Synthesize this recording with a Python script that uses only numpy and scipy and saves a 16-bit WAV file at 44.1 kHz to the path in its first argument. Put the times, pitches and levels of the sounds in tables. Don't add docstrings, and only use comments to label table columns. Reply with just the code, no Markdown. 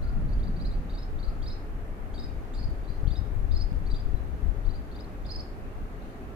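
import sys
import numpy as np
from scipy import signal
from scipy.fft import rfft, irfft, next_fast_len
from scipy.io import wavfile
from scipy.ndimage import uniform_filter1d, map_coordinates

SR = 44100
rng = np.random.default_rng(int(sys.argv[2]) if len(sys.argv) > 2 else 0)


def wav_out(sig):
    wavfile.write(sys.argv[1], SR, np.round(np.clip(np.atleast_2d(sig).T, -1, 1) * 32767).astype(np.int16))


N = 280299
TIME_S = np.arange(N) / SR

# time in seconds, left peak in dB, width in seconds,
# right minus left in dB.
EDDY_HITS = [(0.140, -20, 0.0068, -2), (0.411, -20, 0.0048, -2), (2.614, -25, 0.0023, -1),
             (2.658, -19, 0.0055, -8), (2.689, -24, 0.0022, -2), (2.904, -15.5, 0.004, -16),
             (2.924, -20, 0.0061, -15), (3.035, -13, 0.0045, -18), (3.057, -14, 0.005, -13),
             (3.079, -9, 0.0037, -19), (3.114, -14, 0.0032, -25), (3.192, -15, 0.0043, -24),
             (3.215, -14, 0.0037, -24), (3.264, -21, 0.0049, -18), (3.515, -12.5, 0.0095, -27),
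             (3.542, -12.5, 0.0044, -23), (3.721, -12, 0.0029, -32), (3.765, -19.5, 0.0033, -19),
             (3.82, -24, 0.0015, -5), (3.938, -12.5, 0.0042, -28), (4.063, -13, 0.007, -19),
             (4.092, -17, 0.0047, -15), (4.146, -10, 0.0054, -28), (4.46, -13.5, 0.0054, -23),
             (4.489, -19, 0.0035, -27), (4.684, -13, 0.0076, -22)]


def from_db(db):
    return 10 ** (np.asarray(db) / 20)


def unit_rms(x):
    return x / np.sqrt(np.mean(x ** 2) + 1e-20)


def per_sample(rows):
    times_s, *columns = np.transpose(rows)
    return [np.interp(TIME_S, times_s, column) for column in columns]


def pan(left_right_db):
    gains = from_db(np.array([[.5], [-.5]]) * left_right_db)
    return gains / np.sqrt(np.mean(gains ** 2, axis=0))


def coloured(x, spectrum):
    hz, db = np.transpose(spectrum)
    size = next_fast_len(x.shape[-1])
    bins_hz = np.maximum(np.fft.rfftfreq(size, 1 / SR), 1)
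    gain = from_db(np.interp(np.log(bins_hz), np.log(hz), db))
    return irfft(rfft(x, size) * gain, size)[..., :x.shape[-1]]


def drift(rate_hz, count):
    steps = np.arange(count) * rate_hz / SR
    return map_coordinates(rng.standard_normal(int(steps[-1]) + 2), [steps], order=2, mode="nearest")


def add(track, start_s, sound):
    at = round(start_s * SR)
    first, last = max(at, 0), min(at + sound.shape[-1], N)
    track[..., first:last] += sound[..., first - at:last - at]


def turbulence(spectrum, coherence):
    shared, *own = rng.standard_normal((3, N))
    pressure = coloured(np.sqrt(coherence) * shared + np.sqrt(1 - coherence) * np.array(own), spectrum)
    return pressure / np.sqrt(uniform_filter1d(pressure ** 2, size=SR // 7, axis=1))


def wind(rumble_trim_db=1.5, buffet_db=2.0, strong_gust_db=-28, wake_db=6.5, wake_s=0.015):
    # time in seconds, gust level in dB, left minus right in dB.
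    gusts = [(0.0, -28, 4), (0.56, -35.5, -4), (0.76, -33, -2), (0.88, -40.5, 4), (1.11, -36, 0),
             (1.17, -32.5, 9), (1.43, -30.5, 3), (1.53, -35.5, 0), (2.0, -37, 4), (2.3, -35, 8),
             (2.55, -34, 3), (2.68, -31.5, 4), (2.82, -36, 4), (2.91, -34.5, 10), (2.97, -34, -1),
             (3.04, -30, 15), (3.55, -26.5, 11), (3.9, -30, 8), (4.0, -31.5, 0), (4.12, -31.5, 14),
             (4.22, -32, 10), (4.39, -35, 4), (4.46, -26, 20), (4.62, -35, 8), (4.69, -27, 18),
             (4.78, -39.5, 3), (6.2, -40, 0), (6.36, -44, -6)]
    # frequency in Hz, relative density in dB.
    rumble_spectrum = [(8, -23), (18, -3.5), (30, 3), (50, -4), (75, -9.5), (110, -15), (170, -30),
                       (300, -60), (700, -79.5)]
    # frequency in Hz, relative density in dB.
    flutter_spectrum = [(35, 2), (80, -31), (130, -1.5), (200, -21.5), (330, -26.5), (600, -43),
                        (1500, -77)]
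    gust_db, left_right_db = per_sample(gusts)
    shoves_db = buffet_db * drift(18, N)
    rumble = from_db(gust_db + rumble_trim_db + shoves_db) * turbulence(rumble_spectrum, coherence=.45)
    wakes = sum(np.exp(-((TIME_S - at_s) / wake_s) ** 2) for at_s, *_ in EDDY_HITS)
    flutter_db = -46.5 + 1.4 * (gust_db - strong_gust_db) + wake_db * wakes
    flutter = from_db(flutter_db) * turbulence(flutter_spectrum, coherence=.6)
    return pan(left_right_db) * (rumble + flutter)


def head_on_gust(hold_db=-28, from_s=0.17, until_s=0.52, rise_db_per_s=81, fall_db_per_s=19):
    # frequency in Hz, relative density in dB.
    spectrum = [(12, -9), (30, 20), (55, 1.5), (80, -3.5), (140, -1.5), (185, -6), (240, -8), (320, -18),
                (600, -29.5), (1500, -100)]
    rise_db = rise_db_per_s * np.maximum(from_s - TIME_S, 0)
    fall_db = fall_db_per_s * np.maximum(TIME_S - until_s, 0)
    return from_db(hold_db - rise_db - fall_db) * turbulence(spectrum, coherence=.8)


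def country_hush(level_db=-44):
    # frequency in Hz, relative density in dB.
    spectrum = [(20, -4), (90, 0.5), (160, -2.5), (260, -2), (430, -7.5), (780, -10.5), (950, -16.5),
                (1200, -14), (1900, -19.5), (3100, -30.5), (4000, -36.5), (5000, -39), (8000, -42.5),
                (12000, -41.5), (15500, -44.5)]
    # frequency in Hz, side minus mid in dB.
    width = [(40, -38), (150, -43), (280, -10.5), (500, -5.5), (780, -5.5), (980, -2), (1300, 2.5),
             (2600, -1), (4000, 1.5), (15000, -0.5)]
    mid, side = rng.standard_normal((2, N))
    field = mid + coloured(side, width) * [[1], [-1]]
    flat_field = coloured(field, [(hz, -10 * np.log10(1 + from_db(db) ** 2)) for hz, db in width])
    return from_db(level_db) * unit_rms(coloured(flat_field, spectrum))


def far_road():
    # time in seconds, level in dB.
    levels = [(0, -61), (2.0, -53.5), (3.5, -53.5), (5.0, -52.5), (5.7, -52.5), (6.36, -49)]
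    # frequency in Hz, relative density in dB.
    spectrum = [(120, -23), (190, -3.5), (245, 3.5), (300, -1), (370, -3), (432, 6), (470, -43),
                (800, -15.5), (2000, -46)]
    return from_db(per_sample(levels)[0]) * unit_rms(coloured(rng.standard_normal(N), spectrum))


def sizzle():
    # time in seconds, level in dB.
    levels = [(0, -72.5), (1.5, -74.5), (1.75, -80), (2.1, -84), (2.4, -72.5), (3.4, -74.5), (4.4, -73),
              (5.8, -75), (6.1, -71.5), (6.36, -77)]
    # frequency in Hz, relative density in dB.
    spectrum = [(2500, -28), (3600, 0.5), (4500, 1.5), (5200, -9), (6500, -3), (9000, -30)]
    return from_db(per_sample(levels)[0]) * unit_rms(coloured(rng.standard_normal((2, N)), spectrum))


def scatter(x, t60_s, build_s):
    t = np.arange(SR) / SR
    returns = rng.standard_normal((2, SR)) * from_db(-60 * t / t60_s) * (1 - np.exp(-t / build_s))
    returns /= np.sqrt(np.sum(returns ** 2, axis=1, keepdims=True))
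    return signal.fftconvolve(x[None], returns, axes=1)[:, :N]


def far_birds(chorus_db=-68, twitter_db=-74, count=20, waver=.035):
    # start in seconds, length in seconds, start pitch in Hz, end pitch in Hz, level in dB.
    whistles = [(-0.06, 0.24, 1420, 1356, -57), (1.16, 0.21, 1360, 1244, -58.5),
                (6.22, 0.14, 1350, 1340, -61)]
    upslurs = [(5.577, 0.21, 2600, 2850, -72), (5.88, 0.24, 2650, 3100, -71.5),
               (5.988, 0.04, 3270, 4850, -68), (6.07, 0.036, 3500, 5170, -72),
               (6.16, 0.15, 2510, 2850, -68)]
    chorus = [(when * N / SR, 0.072 + 0.11 * long, 1100 + 250 * high, 1100 + 250 * end, chorus_db)
              for when, long, high, end in rng.random((count, 4))]
    twitters = [(when * N / SR, 0.0393 + 0.078 * long, 1600 + 1300 * high, 1800 + 1300 * high,
                 twitter_db + 6 * (1 - high)) for when, long, high in rng.random((count, 3))]
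    calls = np.zeros(N)
    for start_s, length_s, from_hz, to_hz, level_db in whistles + upslurs + chorus + twitters:
        along = np.linspace(0, 1, int(length_s * SR))
        hz = (from_hz + (to_hz - from_hz) * along) * (1 + waver * drift(151.4, len(along)))
        envelope = 2 * from_db(level_db) * np.sin(np.pi * along)
        add(calls, start_s, envelope * np.sin(2 * np.pi * np.cumsum(hz) / SR))
    return scatter(calls, t60_s=.4, build_s=.015)


def chirp(shelf_s, top_s, low_hz, top_hz, low_db, top_db, octave_db):
    flat_shelf_hz, shelf_climb_per_s, top_climb_hz_per_s = 4280, 47, 10600
    slur_share, swell_share, close_s = 0.22, 0.32, 0.0026
    droop_hz, droop_s, wander, waver = 450, 0.0026, .011, .03
    flicker_db, rasp_db, throat_hz, leak_db = 2.4, -20, 8600, -29.5
    # offset from the note in Hz, relative density in dB.
    rasp_spectrum = [(100, -12), (400, -3), (800, -4), (1400, -5), (3000, -18), (8000, -25), (11000, -37)]
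    t = np.arange(int((shelf_s + top_s + close_s / 2) * SR)) / SR
    risen = .5 + .5 * np.tanh((t - shelf_s) / (slur_share * shelf_s))
    shelf_hz = low_hz + shelf_climb_per_s * (flat_shelf_hz - low_hz) * (t - shelf_s / 2)
    crest_hz = top_hz + top_climb_hz_per_s * (t - shelf_s - top_s / 2)
    hz = shelf_hz + (crest_hz - shelf_hz) * risen - droop_hz * np.exp((t - t[-1]) / droop_s)
    hz *= 1 + wander * drift(195, len(t)) + waver / (1 + 2 * risen) * drift(734, len(t))
    phase = 2 * np.pi * np.cumsum(hz) / SR
    ramp = np.minimum(t / (swell_share * shelf_s), (t[-1] - t) / close_s)
    opening = np.sin(np.pi / 2 * np.clip(ramp, 0, 1)) ** 2
    level = from_db(low_db + (top_db - low_db) * risen + flicker_db * drift(300, len(t)))
    rasp = from_db(rasp_db) * unit_rms(coloured(rng.standard_normal(len(t)), rasp_spectrum))
    octave = from_db(octave_db) / (1 + (2 * hz / throat_hz) ** 20) + from_db(leak_db)
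    return np.sqrt(2) * opening * level * ((1 + rasp) * np.sin(phase) + octave * np.sin(2 * phase))


def twig_echoes(x, first_s=.002, last_s=.04, fade_s=0.015, count=14):
    out = np.zeros((2, N))
    for port in out:
        delays_s = first_s + (last_s - first_s) * (np.arange(count) + rng.random(count)) / count
        gains = np.exp(-delays_s / fade_s) * rng.choice([-1, 1], count)
        for delay_s, gain in zip(delays_s, gains / np.linalg.norm(gains)):
            add(port, delay_s, gain * x)
    return out


def near_bird(gain_db=0.8, direct_db=-1.3, twigs_db=-7.5, foliage_db=-9.5, trees_db=-11, lag_s=.00005):
    chirps = [(0.034, 0.014, 0.015, 4250, 4820, -61, -64, -5, -26, 2),
              (0.085, 0.013, 0.015, 4270, 4830, -60, -65, -2, -26, -1),
              (0.286, 0.0077, 0.011, 3920, 4650, -64, -64, 0, -26, 4),
              (0.329, 0.015, 0.016, 4170, 4780, -62, -57, -5, -26, -2),
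              (0.397, 0.006, 0.008, 3300.0, 4500.0, -67.0, -63.0, 3, -26, 1),
              (0.435, 0.0083, 0.01, 3680, 4800.0, -60, -60, 0, -26, 4),
              (0.475, 0.0061, 0.0082, 3860, 4810, -60, -56.5, 1, -30, 2),
              (0.563, 0.0075, 0.015, 3930, 4590, -63, -57.5, -7, -30, 1),
              (0.611, 0.014, 0.02, 4150, 4770, -54, -54.5, -7, -26, -3),
              (0.66, 0.014, 0.016, 4150, 4900, -54, -55, -7, -26, -0.5),
              (0.735, 0.026, 0.02, 3890, 4630, -57.5, -63, -2, -12, -3),
              (0.901, 0.0079, 0.013, 3580, 4670, -58, -61, -6, -26, 3),
              (0.933, 0.0069, 0.0072, 3050, 3820, -61.5, -64, -1, -26, 3),
              (0.947, 0.013, 0.018, 4150, 4720, -58, -55, -7, -26, -2),
              (0.984, 0.013, 0.013, 3850, 5200, -55.5, -55, -1, -26, 2),
              (1.026, 0.0076, 0.01, 3900, 5230, -56, -55.5, -3, -26, -1),
              (1.192, 0.0084, 0.017, 3680, 4600, -61, -60, -4, -31, 1),
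              (1.239, 0.012, 0.016, 4160, 4760, -51.5, -57, -7, -23, -2),
              (1.289, 0.014, 0.019, 4150, 4880, -56, -62, -8, -26.5, -3),
              (1.429, 0.011, 0.021, 3330, 4770, -56, -53.5, -8, -13, 0),
              (1.469, 0.014, 0.02, 3800, 5060, -50, -51, -6, -28, 0.5),
              (1.513, 0.016, 0.022, 3850, 5130, -51, -53, -2, -31, 2.5),
              (2.143, 0.0069, 0.022, 3200, 4660, -56, -56.5, 5, -8, 4),
              (2.189, 0.014, 0.013, 3780, 5060, -56, -52, 3, -17, 5),
              (2.231, 0.012, 0.015, 3770, 5060, -58, -54, 7, -18, 3.5),
              (2.545, 0.011, 0.013, 3560, 4830, -58.5, -58, -3, -2.5, 6),
              (2.59, 0.02, 0.018, 4250.0, 4950, -54.5, -52.5, -2, -20, 1.5),
              (2.639, 0.015, 0.011, 4380, 5000, -53, -50.5, -4, -26, -1.5),
              (2.84, 0.006, 0.009, 3480, 4630, -69, -73.0, 5, -26, 10),
              (2.889, 0.02, 0.017, 4000.0, 4750, -68.5, -71, 8, -24, 12),
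              (2.941, 0.014, 0.014, 4100.0, 4960, -70, -71, 6, -26, 9),
              (3.076, 0.012, 0.011, 3100, 4590, -60.5, -57, 2, -26, 4),
              (3.119, 0.015, 0.027, 3580, 4800, -53, -53, 1, -18, -7),
              (3.164, 0.014, 0.022, 3730, 5010, -54.5, -58.5, 1, -28, 2.5),
              (3.52, 0.0096, 0.0145, 3750, 4910, -53, -52, -6, -23, 4),
              (3.565, 0.02, 0.015, 4270, 5070, -49.5, -47.5, -5, -27, 0.5),
              (3.613, 0.018, 0.014, 4460, 5140, -48, -44.5, -5, -29, -3),
              (3.863, 0.005, 0.015, 3480, 4520, -63, -57, 1, -26, 0),
              (3.91, 0.01, 0.011, 3960, 4720, -54, -51, 6, -15, 0.5),
              (3.953, 0.015, 0.02, 3600, 4785, -54.5, -53.5, 5, -15, -0.5),
              (3.996, 0.014, 0.018, 3500, 5030, -60, -58, 8, -26, -1),
              (4.165, 0.0071, 0.0097, 3770, 4000, -69, -64, -1, -26, 0),
              (4.654, 0.0089, 0.019, 3520, 4550, -65, -60.5, 8, -26, 0),
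              (4.701, 0.013, 0.019, 3960, 4700.0, -59, -61, 6, -26, -2),
              (4.748, 0.015, 0.023, 4150.0, 4700, -59, -59.5, 10, -26, -1),
              (4.915, 0.0059, 0.013, 3290, 4490, -66, -58.5, 8, -26, 0),
              (4.958, 0.014, 0.013, 3600, 4780, -59, -55, 8, -26, -4),
              (5.001, 0.015, 0.014, 3750, 5030, -57.5, -55.5, 9, -26, -2),
              (5.042, 0.0045, 0.0074, 3900.0, 4330, -66, -57, 4, -26, -11),
              (5.259, 0.012, 0.012, 3570, 4940, -55, -52, -9, -23, 2.5),
              (5.307, 0.022, 0.017, 4260, 5070, -47, -43, -9, -31, 1),
              (5.351, 0.015, 0.014, 4440, 5140, -51, -41, -8, -27, -1),
              (5.401, 0.017, 0.013, 4420, 5150, -50, -44, -5, -26, -2.5)]
    direct, send = np.zeros((2, N)), np.zeros(N)
    for at_s, shelf_s, top_s, low_hz, top_hz, low_db, top_db, pan_db, octave_db, echo_db in chirps:
        note = chirp(shelf_s, top_s, low_hz, top_hz, low_db, top_db, octave_db)
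        add(direct, at_s - shelf_s, pan(pan_db) * note)
        add(send, at_s - shelf_s, from_db(echo_db) * note)
    direct[0] = np.roll(direct[0], round(lag_s * SR))
    foliage = scatter(send, t60_s=0.16, build_s=0.003)
    long_path_eq = [(3500, 5), (4500, 6.5), (5200, -3.0), (7500, 1), (10000, 3)]
    trees = coloured(scatter(send, t60_s=.44, build_s=0.018), long_path_eq)
    echoes = from_db(twigs_db) * twig_echoes(send)
    echoes += from_db(foliage_db) * foliage + from_db(trees_db) * trees
    return from_db(gain_db) * (from_db(direct_db) * direct + echoes)


def eddy_thumps():
    out = np.zeros((2, N))
    for at_s, peak_db, width_s, right_db in EDDY_HITS:
        distance_sq = ((TIME_S - at_s) / width_s) ** 2
        bump = (1 - distance_sq / 2) / (1 + distance_sq) ** 2
        out += from_db([[peak_db], [peak_db + right_db]]) * bump
    return out


def scene():
    field = near_bird() + far_birds() + sizzle() + country_hush() + far_road()
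    return field + wind() + head_on_gust() + eddy_thumps()


def record(dry):
    cutoff_hz = 15500
    return signal.sosfiltfilt(signal.ellip(12, .05, 80, cutoff_hz, fs=SR, output="sos"), dry)


dry = scene()
out = record(dry)
wav_out(out)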